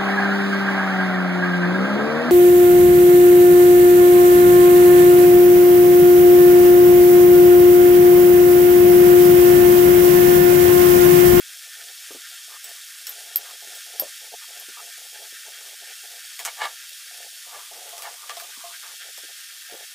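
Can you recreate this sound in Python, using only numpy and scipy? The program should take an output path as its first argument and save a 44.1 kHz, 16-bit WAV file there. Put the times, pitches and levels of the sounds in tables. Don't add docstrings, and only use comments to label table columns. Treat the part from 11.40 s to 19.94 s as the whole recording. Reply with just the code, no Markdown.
import sys
import numpy as np
from scipy import signal
from scipy.fft import rfft, irfft, next_fast_len
from scipy.io import wavfile
from scipy.ndimage import uniform_filter1d

SR = 44100
rng = np.random.default_rng(int(sys.argv[2]) if len(sys.argv) > 2 else 0)


def int16_out(signal):
    q = np.round(np.clip(np.atleast_2d(signal).T, -1, 1) * 32767)
    wavfile.write(sys.argv[1], SR, q.astype(np.int16))


N = 376613
FFT_SIZE = next_fast_len(N)
TIME = np.arange(N) / SR
FREQ = np.maximum(np.fft.rfftfreq(FFT_SIZE, 1 / SR), 1)
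AGE = TIME[:SR // 3]


# time_s, level_db, tilt_db (an octave above 5.5 kHz)
FRYING_COURSE = [(0, -40, 1.4), (1, -40, 1.18), (5.1, -40, 1), (6.2, -40.5, 1), (7.1, -39.5, 0.8),
                 (7.6, -39.5, 0.34), (8.54, -41, 1)]
# frequency_hz, gain_db
SIZZLE_SPECTRUM = [(900, -64), (1080, -33), (1230, -9), (1400, -2), (1650, -3), (2050, -4), (2600, -2),
                   (3400, 1), (4100, -2.5), (5000, -1.5), (7000, -3.5), (9500, -4), (12500, -8.5),
                   (15500, -10.5)]
# pitch_hz, width_hz, lift_db
PAN_RESONANCES = [(1397, 21, 6.5), (1605, 39, 8), (1786, 90, 10.5), (2290, 43, 2.5), (2716, 36, 6.5),
                  (3130, 50, -4.5), (3264, 57, 7), (3730, 70, 3.5), (4520, 62, 6), (5405, 140, 5)]

def sizzle(over_bowl):
    pops = grains(rate=9000, spread_db=3) + undb(1) * rng.standard_normal(N)
    spits = signal.oaconvolve(grains(rate=58, spread_db=5), burst(t60=0.016))[:N]
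    pops = pops + undb(-14) * unit(soften(spits, 3000, "high"))
    wall_reflections = unit(signal.oaconvolve(pops, burst(t60=0.18))[:N])
    hiss = colour(pops + undb(-9) * wall_reflections, SIZZLE_SPECTRUM)
    pan_db = sum(db / (1 + (2 * (FREQ - hz) / width) ** 2) for hz, width, db in PAN_RESONANCES)
    hiss = unit(hiss + shape(hiss, undb(pan_db) - 1) * (1 - 0.8 * over_bowl))
    large_bubbles = shape(hiss, 1 / (1 + (FREQ / 2300) ** 6))
    hiss = hiss + large_bubbles * (flutter(rate=29, depth_db=3) - 1)
    tilt = undb(curve(FRYING_COURSE, column=2)) - 1
    hiss = hiss + shape(hiss, np.log2(FREQ / 5500)) * tilt
    return hiss * undb(curve(FRYING_COURSE)) * flutter(rate=11, depth_db=0.42)


# pitch_hz, t60_s, tips_db (the tips meet), arm_db (an arm touches the bowl)
TONG_MODES = [(4760, 0.03, -17, -26), (5450, 0.021, -18, -9), (7960, 0.031, -45, -5.5),
              (11900, 0.033, -11, -29), (12400, .015, -11, -35), (13400, .016, -18, -24),
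              (12870, 0.018, 8.5, -26), (13900, .025, -15, -27), (13900, .025, -28, -31),
              (14100, .03, -27, -23), (14600, 0.028, -49, -4)]
# start_s, level_db, contact (0 tips, 1 arm), tick_db (relative to the ring)
TONG_CLINKS = [(1.243, -37, 1, -18), (1.291, -44, .75, -11), (1.669, -32, 0.68, -2), (1.694, -33, 0, -24),
               (1.9587, -18, 0.08, -18), (2.354, -43, 1, -18), (2.5976, -21, 0.25, -15),
               (3.198, -41.5, 0, -24)]

def tong_clinks():
    out = np.zeros(N)
    for start, db, contact, tick_db in TONG_CLINKS:
        steel = sum(undb(np.interp(contact, [0, 1], [tips_db, arm_db])) * ring(hz, t60)
                    for hz, t60, tips_db, arm_db in TONG_MODES)
        blow = unit(steel) + undb(tick_db) * unit(burst(t60=0.035))
        radiated = soften(blow, 1300, "high", order=4)
        add(out, start, kitchen_reflections(radiated, t60=0.068, wet_db=-3.5), db)
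    return out


# start_s, level_db, hardness (0 soft, 1 hard)
TABLE_KNOCKS = [(4.992, -34, 0.8), (5, -39, 0.2), (5.0507, -28, 0.77), (5.056, -32, 0.34),
                (5.075, -32, 0.17), (6.58, -41, 1), (6.622, -37, 1), (6.895, -32, 0.24), (6.969, -39.5, .6),
                (6.999, -38, 1), (7.776, -41.5, 1)]

def table_knocks():
    out = np.zeros(N)
    for start, db, hardness in TABLE_KNOCKS:
        cutoff_hz = np.interp(hardness, [0, 1], [2000, 14200])
        click_db = np.interp(hardness, [0, 1], [-3, 30.5])
        reflections_t60 = np.interp(hardness, [0, 1], [0.082, 0.067])
        chatter = burst(t60=0.011)
        body = table_top((AGE == 0) + undb(-7) * chatter)
        click = undb(click_db) * unit(soften(chatter, 1200, "high"))
        radiated = soften(soften(body + click, cutoff_hz), 430, "high", order=4)
        add(out, start, kitchen_reflections(radiated, reflections_t60, wet_db=1), db)
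    return out


# pitch_hz, width_hz, gain_db
TABLE_RESONANCES = [(475, 86, -4.5), (682, 60, 6.5), (862, 140, 6), (1183, 32, 10.5), (1360, 61, -1),
                    (1711, 102, 7), (2230, 116, 2.5), (2840, 153, 0.5), (3760, 700, -4.5), (4730, 330, -6),
                    (7800, 3400, -12.5)]

def table_top(force):
    return unit(sum((-1) ** k * undb(db) * signal.lfilter(*signal.iirpeak(hz, hz / width, fs=SR), force)
                    for k, (hz, width, db) in enumerate(TABLE_RESONANCES)))


# full_pressure_s, hold_s, level_db
BOWL_PUSHES = [(5.22, 0.034, -25), (6.136, 0.021, -40), (6.654, .02, -35)]

def bowl_slides():
    rise_db_per_s, fall_db_per_s = 522, 448
    scrape = table_top(grains(rate=9800, spread_db=-2))
    scrape = unit(soften(soften(scrape, 500, "high"), 4600, order=1))
    pressure = np.zeros(N)
    for full_s, hold_s, db in BOWL_PUSHES:
        before_s = np.clip(full_s - TIME, 0, 1)
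        after_s = np.clip(TIME - full_s - hold_s, 0, 1)
        pressure += undb(db - rise_db_per_s * before_s - fall_db_per_s * after_s)
    treble = shape(scrape, 1 / (1 + (2100 / FREQ) ** 4))
    dullness = 1 - np.sqrt(pressure / pressure.max())
    return pressure * (scrape - treble * dullness)


# start_s, level_db, pitch_hz
DULL_BUMPS = [(.707, -44.5, 400), (.748, -45, 375), (2.272, -58, 342), (2.6, -43, 740), (2.621, -33, 580),
              (3.285, -52.5, 347), (3.925, -59, 408), (7.174, -59, 263), (7.835, -54, 415),
              (8.323, -46.5, 394), (8.341, -45, 504)]

def dull_bumps():
    out = np.zeros(N)
    for start, db, hz in DULL_BUMPS:
        thump = kitchen_reflections(ring(hz, t60=0.016), t60=0.085, wet_db=-0.5)
        add(out, start, soften(soften(thump, 1400, order=5), 380, "high"), db)
    return out


# pitch_hz, gain_db
BOWL_MODES = [(690, 3.5), (1070, -6)]
# start_s, level_db, t60_s
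BOWL_NUDGES = [(6.526, -43, 0.21), (6.969, -41, 0.081), (7.02, -46.5, 0.048), (7.239, -38, 0.24)]

def bowl_hum():
    out = np.zeros(N)
    attack = 1 - np.exp(-AGE / 0.0027)
    for start, db, t60 in BOWL_NUDGES:
        hum = sum(undb(mode_db) * ring(hz, t60) for hz, mode_db in BOWL_MODES)
        add(out, start, hum * attack, db)
    return out


# frequency_hz, gain_db
RUSH_SPECTRUM = [(30, -22), (150, -25.5), (230, -17), (310, -17.5), (410, 4), (460, 3), (530, 5), (630, 3),
                 (710, 14), (780, 2.5), (850, 8.5), (950, -8.5), (1100, -22), (1500, -36)]
# start_s, end_s
RUSH_SWELLS = [(.35, .52), (1.08, 1.16), (1.72, 1.86), (1.89, 2.17), (2.22, 2.39), (2.46, 2.67),
               (2.81, 2.89), (3.08, 3.24), (3.37, 3.51), (3.58, 3.67), (3.72, 3.85), (4.05, 4.35),
               (4.41, 4.53), (4.63, 4.79), (5.71, 5.89), (6.31, 6.76), (6.82, 7.11), (7.43, 7.55),
               (7.64, 7.71), (8.29, 8.45)]
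# time_s, level_db
RUSH_SWELL_LEVEL = [(0, -64), (1.2, -58), (2.5, -54.5), (4.4, -55.5), (5.9, -58), (6.55, -49.5), (7.0, -58),
                    (8.54, -52.5)]

def low_rush(gate_open):
    rest_db = -72.5
    rush = colour(grains(rate=1400, spread_db=3), RUSH_SPECTRUM) * flutter(rate=40, depth_db=3)
    swells = during(RUSH_SWELLS, fade_s=0.0103)
    brief_swells = blips(rate=1.8, length_s=0.039, fade_s=0.0089)
    opening = np.max([gate_open, swells, brief_swells], axis=0)
    return rush * undb(rest_db + opening * (curve(RUSH_SWELL_LEVEL) - rest_db))


# frequency_hz, gain_db
HOLLOW_SPECTRUM = [(700, -30), (900, -6), (1070, -6.5), (1200, 3), (1300, -6), (1500, -16)]
# start_s, end_s
HOLLOW_SPANS = [(1.09, 1.18), (2.03, 2.12), (3.01, 3.05), (3.37, 3.41), (4.21, 4.29), (7.43, 7.55)]

def hollow_ring(over_bowl, gate_open):
    rest_db, full_db = -73, -54.5
    hollow = colour(grains(rate=2000, spread_db=0), HOLLOW_SPECTRUM) * flutter(rate=25, depth_db=4.5)
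    opening = np.max([0.5 * gate_open, over_bowl, during(HOLLOW_SPANS, fade_s=0.0095)], axis=0)
    return hollow * undb(rest_db + opening * (full_db - rest_db))


def faint_low_noise(gate_open):
    spectrum = [(15, 9), (60, -8), (150, -18), (400, -2.5), (1000, -40)]  # frequency_hz, gain_db
    return undb(-87.5 + 7.7 * gate_open) * colour(rng.standard_normal(N), spectrum)


def kitchen_reflections(blow, t60, wet_db):
    response = burst(t60) * np.minimum(AGE / 0.0094, 1)
    reflections = signal.fftconvolve(blow, response)[:len(blow)]
    return unit(blow) + undb(wet_db) * unit(reflections)


def gate(handling):
    threshold_db, knee_db, release_s = -58.5, 12.5, 0.011
    keep = np.exp(-1 / (release_s * SR))
    power = signal.lfilter([1 - keep], [1, -keep], handling ** 2 + 1e-18)
    return np.clip((10 * np.log10(power) - threshold_db) / knee_db, 0, 1)


def undb(db):
    return 10 ** (np.asarray(db) / 20)


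def unit(x):
    return x / np.sqrt(np.mean(x ** 2))


def curve(rows, column=1):
    rows = np.array(rows)
    return np.interp(TIME, rows[:, 0], rows[:, column])


def shape(x, gain):
    return irfft(rfft(x, FFT_SIZE) * gain, FFT_SIZE)[:N]


def colour(x, spectrum):
    hz, db = np.transpose(spectrum)
    gain_db = np.interp(np.log(FREQ), np.log(hz), db, left=-80, right=-80)
    return unit(shape(x, undb(gain_db)))


def soften(x, hz, kind="low", order=2):
    return signal.sosfilt(signal.butter(order, hz, kind, fs=SR, output="sos"), x)


def ring(hz, t60):
    return np.sin(2 * np.pi * hz * AGE) * np.exp(-np.log(1000) * AGE / t60)


def burst(t60):
    noise = rng.standard_normal(len(AGE)) * np.exp(-np.log(1000) * AGE / t60)
    return noise / np.linalg.norm(noise)


def grains(rate, spread_db):
    sizes, spread = rng.standard_normal((2, N))
    return unit((rng.random(N) < rate / SR) * sizes * undb(spread_db * spread))


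def flutter(rate, depth_db):
    steps = rng.standard_normal(1024)
    return undb(depth_db * np.interp(TIME * rate, np.arange(len(steps)), steps))


def during(spans, fade_s):
    inside = sum(1. * (TIME > start) * (TIME < end) for start, end in spans)
    return np.clip(uniform_filter1d(inside, int(fade_s * SR)), 0, 1)


def blips(rate, length_s, fade_s):
    starts = (np.arange(64) + rng.random(64)) / rate
    return during([(start, start + length_s) for start in starts[starts < TIME[-1]]], fade_s)


def add(out, start_s, blow, db):
    i = int(start_s * SR)
    scaled = blow * undb(db) * np.sqrt(SR * 0.02) / np.linalg.norm(blow)
    out[i:i + len(blow)] += scaled[:N - i]


def scene():
    over_bowl = during([(6.04, 7.36)], fade_s=0.11)
    handling = tong_clinks() + table_knocks() + dull_bumps() + bowl_hum() + bowl_slides()
    gate_open = gate(handling)
    frying = sizzle(over_bowl) + low_rush(gate_open) + hollow_ring(over_bowl, gate_open)
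    mono = frying + handling + faint_low_noise(gate_open)
    return np.array([mono, mono])


def record(dry):
    return signal.sosfilt(signal.ellip(12, 0.1, 80, 15650, fs=SR, output="sos"), dry)


dry = scene()
out = record(dry)
int16_out(out)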